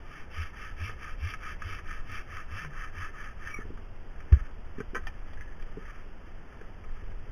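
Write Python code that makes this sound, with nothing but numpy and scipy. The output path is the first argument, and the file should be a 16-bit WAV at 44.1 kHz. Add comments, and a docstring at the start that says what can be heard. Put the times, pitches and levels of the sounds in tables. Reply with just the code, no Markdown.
"""Pruning saw in a wood

Among hissing trees, on the microphone of a body-worn camera, a saw at arm's length cuts a branch in
sixteen quick strokes and squeaks as it breaks through. The freed branch is swung through the leaves:
a heavy thump on the camera, wooden knocks and twig ticks close by.
The camera samples coarsely, which mirrors the sound into the treble."""
import sys
import numpy as np
from scipy import signal
from scipy.fft import rfft, irfft, next_fast_len
from scipy.io import wavfile

SR = 44100
rng = np.random.default_rng(int(sys.argv[2]) if len(sys.argv) > 2 else 0)


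def materialize(psi):
    """Save the field psi as 16-bit PCM at rate SR to the path in sys.argv[1].

    A 1-D psi becomes a single channel; in a 2-D psi each row is a channel.
    """
    bounded = np.clip(np.atleast_2d(psi).T, -1, 1)
    quanta = np.round(bounded * 32767).astype(np.int16)
    wavfile.write(sys.argv[1], SR, quanta)


N = 322371
TIME = np.arange(N) / SR
CUT_THROUGH_S = 3.56  # the blade leaves the wood

# push and pull in turn, each lasting until the next:
# (start [s], rasp [dB], bite = upper against lower resonances [dB], fastest at [share of stroke])
STROKES = [ (0.0, -48.5, -5.5, 0.634), (0.279, -43, -2, .5), (0.52, -44, -5, .52), (0.746, -43, -1, 0.48),
           (0.957, -44, -5.5, .45), (1.167, -44.5, 0.5, 0.56), (1.381, -41, -6, .52),
           (1.572, -43.5, -1, .6), (1.82, -43.5, -6.5, .47), (2.033, -42, -2.5, .55),
           (2.25, -43.5, -6.5, .5), (2.468, -40, -5.5, .55), (2.69, -41.5, -10, .57),
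           (2.908, -39.5, -8.5, 0.54), (3.118, -44, -9, 0.407), (3.343, -45.5, -7, .62)]
# lower and upper ringing resonances that colour the rasp, snags and leaves:
# (frequency [Hz], width [Hz], gain [dB])
LOW_MODES = [(1211, 220, 0.5), (1273, 82.7, 7.5), (1490, 87, -3.5), (1647, 87, 2.5), (1791, 102, 3),
             (2058, 69, -4.5)]
HIGH_MODES = [(2136, 78, 2), (2368, 98, 2.5), (2563, 110, 0), (2662, 125, 1.5), (2994, 120, -1.5),
              (3177, 290, -5)]


def from_db(db):
    """Decibels to gain."""
    return 10 ** (np.asarray(db) / 20)


def rms_one(x):
    """Scale to unit power."""
    return x / np.sqrt(np.mean(x ** 2) + 1e-20)


def in_time(rows):
    """Each column of a curve at every sample."""
    s, *columns = np.transpose(rows)
    return [np.interp(TIME, s, c) for c in columns]


def swells(rows):
    """Gain of overlapping bell-shaped swells; their powers add."""
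    bells = (from_db(db) * np.exp(-np.minimum(((TIME - s) / half) ** 2, 20)) for s, half, db in rows)
    return np.sqrt(sum(bell ** 2 for bell in bells))


def drift(hz):
    """Slow random wander of spread 1."""
    step, settle = 40, 2000
    r = np.exp(-2 * np.pi * hz * step / SR)
    noise = rng.standard_normal(N // step + settle + 2)
    slow = signal.lfilter([1], [1, -2 * r, r * r], noise)[settle:]
    return np.interp(np.arange(N) / step, np.arange(len(slow)), rms_one(slow))


def butterworth(x, hz, kind, order=2):
    """High- or low-pass filter."""
    return signal.sosfilt(signal.butter(order, hz, kind, fs=SR, output="sos"), x)


def coloured_noise(spectrum):
    """Noise with the given spectrum, rms 1."""
    hz, db = np.transpose(spectrum)
    size = next_fast_len(N)
    grid = np.maximum(np.fft.rfftfreq(size, 1 / SR), 1)
    gain = from_db(np.interp(np.log(grid), np.log(hz), db))
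    return rms_one(irfft(rfft(rng.standard_normal(size)) * gain, size)[:N])


def resonate(force, modes):
    """Parallel resonances of alternating sign; a white force roughly keeps its power."""
    out, power = 0, 0
    for k, (hz, width, db) in enumerate(modes):
        r = np.exp(-np.pi * width / SR)
        gain = (1 - r * r) / 2
        feedback = [1, -2 * r * np.cos(2 * np.pi * hz / SR), r * r]
        ring = signal.lfilter([gain, 0, -gain], feedback, force + 1e-18)
        out = out + (-1) ** k * from_db(db) * ring
        power += gain * from_db(db) ** 2
    return out / np.sqrt(power)


def grains(per_s, spread_db):
    """Random tiny fractures of uneven size, rms 1."""
    sizes = from_db(spread_db * np.minimum(rng.exponential(1, N), 4)) * rng.choice([-1, 1], N)
    return rms_one(sizes * (rng.random(N) < per_s / SR))


def strike(events, modes, click_share):
    """Each contact splits its energy between a sharp click and a dying crunch; both ring the modes."""
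    crunch, clicks = np.zeros(N), np.zeros(N)
    for s, db, fade in events:
        start = int(s * SR)
        t = TIME[:min(SR // 2, N - start)]
        dying = from_db(db - 20 * t / fade)  # 20 dB down after one fade
        crunch[start:start + len(t)] += dying
        clicks[start] += np.sqrt(np.sum(dying ** 2))
    crunch *= rng.choice([-1, 1], N)
    return resonate(np.sqrt(click_share) * clicks + np.sqrt(1 - click_share) * crunch, modes)


def blade_motion():
    """Strokes done so far (1 per stroke) and the blade's speed, 0 at each turn and 1 at its fastest."""
    starts, _, _, fastest = np.transpose(STROKES)
    turns = np.append(starts, CUT_THROUGH_S)
    peaks = starts + fastest * np.diff(turns)
    marks = np.sort(np.concatenate([turns, peaks]))
    done = np.interp(TIME, marks, np.arange(len(marks)) / 2)
    return done, np.abs(np.sin(np.pi * done))


def trees(level_db=-52):
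    """Trees hiss steadily all round the microphone."""
    # colour of the hiss: (frequency [Hz], relative level [dB])
    spectrum = [(30, 1), (100, 0.5), (200, -1), (300, -4.5), (410, -4), (560, -7.5), (800, -9), (1100, -11),
                (1300, -10.5), (1800, -11.5), (2300, -16), (3100, -16), (3400, -21.5), (3700, -32.5)]
    return from_db(level_db) * coloured_noise(spectrum)


def woodland_echoes(x, t60_s=0.3, count=160):
    """Trunks and foliage farther off scatter many faint, dull echoes."""
    out = np.zeros(N)
    for delay in rng.uniform(.006, .22, count):
        lag = int(delay * SR)
        out[lag:] += rng.choice([-1, 1]) * from_db(-60 * delay / t60_s) * x[:-lag]
    return butterworth(out, 2000, "low") / np.sqrt(count)


def body_sway(lurch_db=1.5):
    """The wearer rocks the camera: a low rumble, with a lurch at each turn of the saw."""
    # strength of the rocking: (time [s], level [dB])
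    rocking = [(0, -42.5), (.7, -37.5), (1.6, -36.5), (2.7, -40.5), (3.7, -35), (3.95, -40), (5.2, -35.5),
               (6.5, -43.5), (7.0, -34)]
    # colour of the rumble: (frequency [Hz], relative level [dB])
    spectrum = [(4, -7), (12, -4.5), (25, -5.5), (45, -22.5), (70, -19.5), (110, -28), (200, -56),
                (500, -87), (1500, -110)]
    sway_db, = in_time(rocking)
    _, speed = blade_motion()
    lurch = (1 - speed) * (TIME < CUT_THROUGH_S)
    return from_db(sway_db + lurch_db * lurch) * coloured_noise(spectrum)


def mount_bumps():
    """Soft bumps ring the camera mount, right at the microphone."""
    # bumps on the mount: (time [s], level [dB], fade [s])
    bumps = [(3.585, -34, 0.043), (3.65, -46.5, 0.079), (3.701, -39.5, 0.083), (4.323, -34, 0.037),
             (4.59, -49, .03), (4.781, -29.5, 0.013), (4.801, -27, 0.015), (4.93, -36, 0.029),
             (4.964, -31, 0.036), (5.769, -32, 0.033), (6.06, -50, .03), (6.611, -41, 0.028),
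             (7.02, -48, .06), (7.09, -44, 0.049), (7.263, -44.5, 0.029)]
    # resonances of the mount: (frequency [Hz], width [Hz], gain [dB])
    modes = [(145, 82, -1), (260, 86, 1), (396, 69, 4), (456, 86, -2.5)]
    return strike(bumps, modes, click_share=0.52)


def thump(sharpness=2.15):
    """A heavy blow shakes the camera for a few slow cycles."""
    # the jolt and its rebounds: (start [s], envelope peak [dB], frequency [Hz], swell [s])
    jolts = [(4.3197, -5, 69.2, 0.0119), (4.364, -21, 62.6, 0.0059), (4.408, -25, 30, .009)]
    out = 0
    for s, db, hz, swell in jolts:
        t = np.maximum(TIME - s, 0)
        envelope = (t / swell * np.exp(1 - t / swell)) ** sharpness
        out = out + from_db(db) * envelope * np.sin(2 * np.pi * hz * t)
    return out


def leaves(clump_db=3.0):
    """Leaves and twigs brush past in clumps of small ticks as the branch is swung."""
    # sweeps through the foliage: (centre [s], half length [s], level [dB])
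    brushes = [(3.7, 0.057, -53), (4.25, 0.17, -55), (4.45, 0.032, -53), (4.78, 0.061, -54),
               (5.05, 0.057, -48.5), (5.22, 0.086, -50.5), (5.65, 0.33, -56), (5.9, 0.13, -46.5),
               (6.26, 0.13, -58), (6.6, 0.14, -53), (7.09, 0.26, -55)]
    force = grains(per_s=2500, spread_db=0.5) * swells(brushes) * from_db(clump_db * drift(25))
    return from_db(-2.5) * resonate(force, LOW_MODES) + from_db(-11) * resonate(force, HIGH_MODES)


def bark_chafes():
    """Bark rubs on bark in short, ringing scrapes."""
    # scrapes: (time [s], level [dB], fade [s])
    chafes = [(5.371, -45, 0.028), (5.408, -36, 0.021), (5.445, -56, .04), (5.475, -53, 0.059),
              (5.52, -53, .04), (5.852, -46.5, 0.077), (5.89, -59, 0.055), (5.975, -58, 0.054)]
    # resonances of the bark: (frequency [Hz], width [Hz], gain [dB])
    modes = [(1700, 47, 10.5), (1930, 150, 2), (2170, 270, -6.5)]
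    return strike(chafes, modes, click_share=0.25)


def twig_snaps():
    """Dry twigs break close by and ring briefly."""
    # breaks: (time [s], level [dB], fade [s])
    snaps = [(4.803, -54, 0.0074), (5.069, -31, 0.022), (5.332, -41.5, 0.015), (5.623, -46.5, 0.016)]
    # resonances of a twig: (frequency [Hz], width [Hz], gain [dB])
    modes = [(720, 61, 2), (1260, 130, -1), (1820, 93, 5), (2410, 91, 0.5), (2480, 150, -6),
             (3090, 380, -4)]
    return strike(snaps, modes, click_share=0.31)


def branch_knocks():
    """The branch rings as it knocks against other wood."""
    # contacts: (time [s], level [dB], fade [s])
    knocks = [(.893, -33, 0.0077), (2.646, -36, 0.014), (4.802, -32, 0.015), (4.946, -26.5, 0.013),
              (4.952, -24.5, 0.016), (4.961, -31.5, 0.023), (4.977, -39, 0.018), (6.612, -45, 0.018)]
    # resonances of the branch: (frequency [Hz], width [Hz], gain [dB])
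    modes = [(434, 76, -3.5), (800, 100, -15.5), (1028, 46, -1.5), (1287, 60, 1.5), (1550, 56, 4),
             (1783, 84, -2), (1924, 29, -1), (2335, 140, -9), (3080, 125, -14)]
    return strike(knocks, modes, click_share=0.54)


def snags(upper_db=-8):
    """Snagging teeth and flicking twigs give short, ringing clicks."""
    # snags and flicks: (time [s], level [dB], fade [s])
    catches = [(.608, -41, 0.012), (.893, -47, .01), (1.335, -27, 0.017), (1.618, -30.5, 0.02),
               (1.785, -36.5, 0.034), (2.366, -26.5, 0.0082), (2.645, -42, 0.012), (2.842, -33.5, 0.011),
               (2.981, -40, 0.022), (3.471, -34, 0.045), (3.772, -44.5, 0.026), (4.202, -41, 0.024),
               (4.322, -30, 0.026), (4.345, -45, 0.19), (4.391, -43.5, 0.023), (4.450, -49, 0.018),
               (4.813, -50, 0.025), (5.595, -48, 0.03), (6.612, -55, 0.025), (6.837, -43.5, .022)]
    upper_modes = [(hz, width, db + upper_db) for hz, width, db in HIGH_MODES]
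    return strike(catches, LOW_MODES + upper_modes, click_share=0.24)


def judder():
    """The branch judders as the teeth drag through: low swells of gliding pitch."""
    # vibrations: (centre [s], half length [s], frequency [Hz], glide [Hz/s], level [dB])
    judders = [(0.406, 0.033, 79.3, -2, -28), (0.827, .03, 85, 243, -29.5), (0.886, 0.047, 107, -200, -44),
               (1.248, 0.03, 80.3, 554, -26.5), (1.663, 0.016, 84, 502, -32.5), (1.719, .04, 92, -100, -42),
               (2.132, 0.046, 95.4, -3, -43), (2.338, 0.028, 86, 300, -42.5),
               (2.538, 0.039, 85.1, 602, -35.5), (2.675, 0.058, 149, -200, -42.5),
               (2.998, 0.035, 85, 449, -36.5)]
    out = np.zeros(N)
    for s, half, hz, glide, db in judders:
        span = np.abs(TIME - s) < .2
        t = TIME[span] - s
        cycles = hz * t + glide * t * t / 2 + rng.random()
        out[span] += from_db(db) * np.exp(-(t / half) ** 2) * np.sin(2 * np.pi * cycles)
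    return out


def squeak(waver=0.0132, flutter_db=3.5, lower_ratio=.535, lower_db=-8):
    """On the way out, stick-slip sets two blade modes singing in an unsteady, falling tone."""
    # course of the upper mode: (time [s], frequency [Hz], level [dB])
    course = [(3.47, 2350, -71), (3.495, 2317, -50), (3.533, 2314, -51), (3.544, 2310, -35),
              (3.554, 2197, -43.5), (3.565, 2334, -43.5), (3.576, 2180, -49.5), (3.625, 2190, -66),
              (3.68, 2170, -81)]
    hz, db = in_time(course)
    out = 0
    for ratio, mode_db in [(1, 0), (lower_ratio, lower_db)]:
        cycles = np.cumsum(ratio * hz * (1 + waver * drift(200))) / SR
        level = from_db(db + mode_db + flutter_db * drift(120))
        out = out + level * np.sqrt(2) * np.sin(2 * np.pi * cycles)
    return out * (TIME > course[0][0]) * (TIME < course[-1][0])


def blade_echo(force, done, near_s=0.00222, far_s=.0062, share=0.49):
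    """Bending waves return from the handle over a changing path, so ridges glide through the rasp."""
    travel = (1 - np.cos(np.pi * done)) / 2
    delay = near_s + (far_s - near_s) * travel
    once = np.interp(TIME - delay, TIME, force)
    twice = np.interp(TIME - 2 * delay, TIME, force)
    return (force + share * once + share ** 2 * twice) / np.sqrt(1 + share ** 2 + share ** 4)


def saw(tooth_hz=230, tooth_depth=0.3, catch_db=0.73, low_db=5.5, high_db=4.5, speed_law=0.65):
    """Teeth tear fibres in quick uneven bursts; a faster blade bites louder and a little brighter."""
    # the last fibres tear: (centre [s], half length [s], level [dB])
    tears = [(3.595, .035, -48)]
    push_swell_db, pull_swell_db = 21.5, 26  # rasp at full speed above the rasp at the turn
    turn_dull_db, tear_bite_db = 0.5, -16
    done, speed = blade_motion()
    stroke = np.minimum(done.astype(int), len(STROKES) - 1)
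    _, stroke_db, bite_db, _ = np.array(STROKES)[stroke].T
    slack = 1 - speed ** speed_law
    swell_db = np.where(stroke % 2, pull_swell_db, push_swell_db)
    cutting = from_db(stroke_db - swell_db * slack) * (TIME < CUT_THROUGH_S)
    tearing = swells(tears)
    teeth = np.cumsum(tooth_hz * speed * (1 + 0.094 * drift(36.7))) / SR
    pressure = (1 + tooth_depth * np.cos(2 * np.pi * teeth)) * from_db(catch_db * drift(45))
    force = blade_echo(rms_one(pressure * grains(per_s=7000, spread_db=1.5)), done)
    bite = from_db(bite_db - turn_dull_db * slack)
    low = resonate(force * np.hypot(cutting, tearing), LOW_MODES)
    high = resonate(force * np.hypot(cutting * bite, tearing * from_db(tear_bite_db)), HIGH_MODES)
    rasp = from_db(low_db) * low + from_db(high_db) * high
    return butterworth(rasp, 1000, "high", order=3)


def scene(echo_db=-9):
    """Close sawing and branch handling in the wood, plus what reaches the microphone via its mount."""
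    contacts = snags() + branch_knocks() + twig_snaps() + bark_chafes()
    close = saw() + squeak() + contacts + leaves()
    mount = judder() + thump() + mount_bumps() + body_sway()
    return (close + from_db(echo_db) * woodland_echoes(close) + mount + trees())[None]


def record(dry, band_hz=3620, camera_rate_hz=8000, lift_db=1.5, tick_s=2.118, tick_db=-35):
    """The camera clips peaks and joins coarse samples with straight lines: mirror images above 4 kHz."""
    narrow = butterworth(dry[0], band_hz, "low", order=26)
    clipped = np.clip(narrow, -.5, .5)
    instants = np.arange(0, N / SR, 1 / camera_rate_hz)
    samples = np.interp(instants, TIME, clipped)
    joined = np.interp(TIME, instants, samples)
    bright = joined + (from_db(lift_db) - 1) * butterworth(joined, 7800, "high", order=1)
    tick = from_db(tick_db) * (np.arange(N) == int(tick_s * SR))  # one faint, dry tick
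    return butterworth(bright + tick, 15700, "low", order=20)[None]


dry = scene()
out = record(dry)
materialize(out)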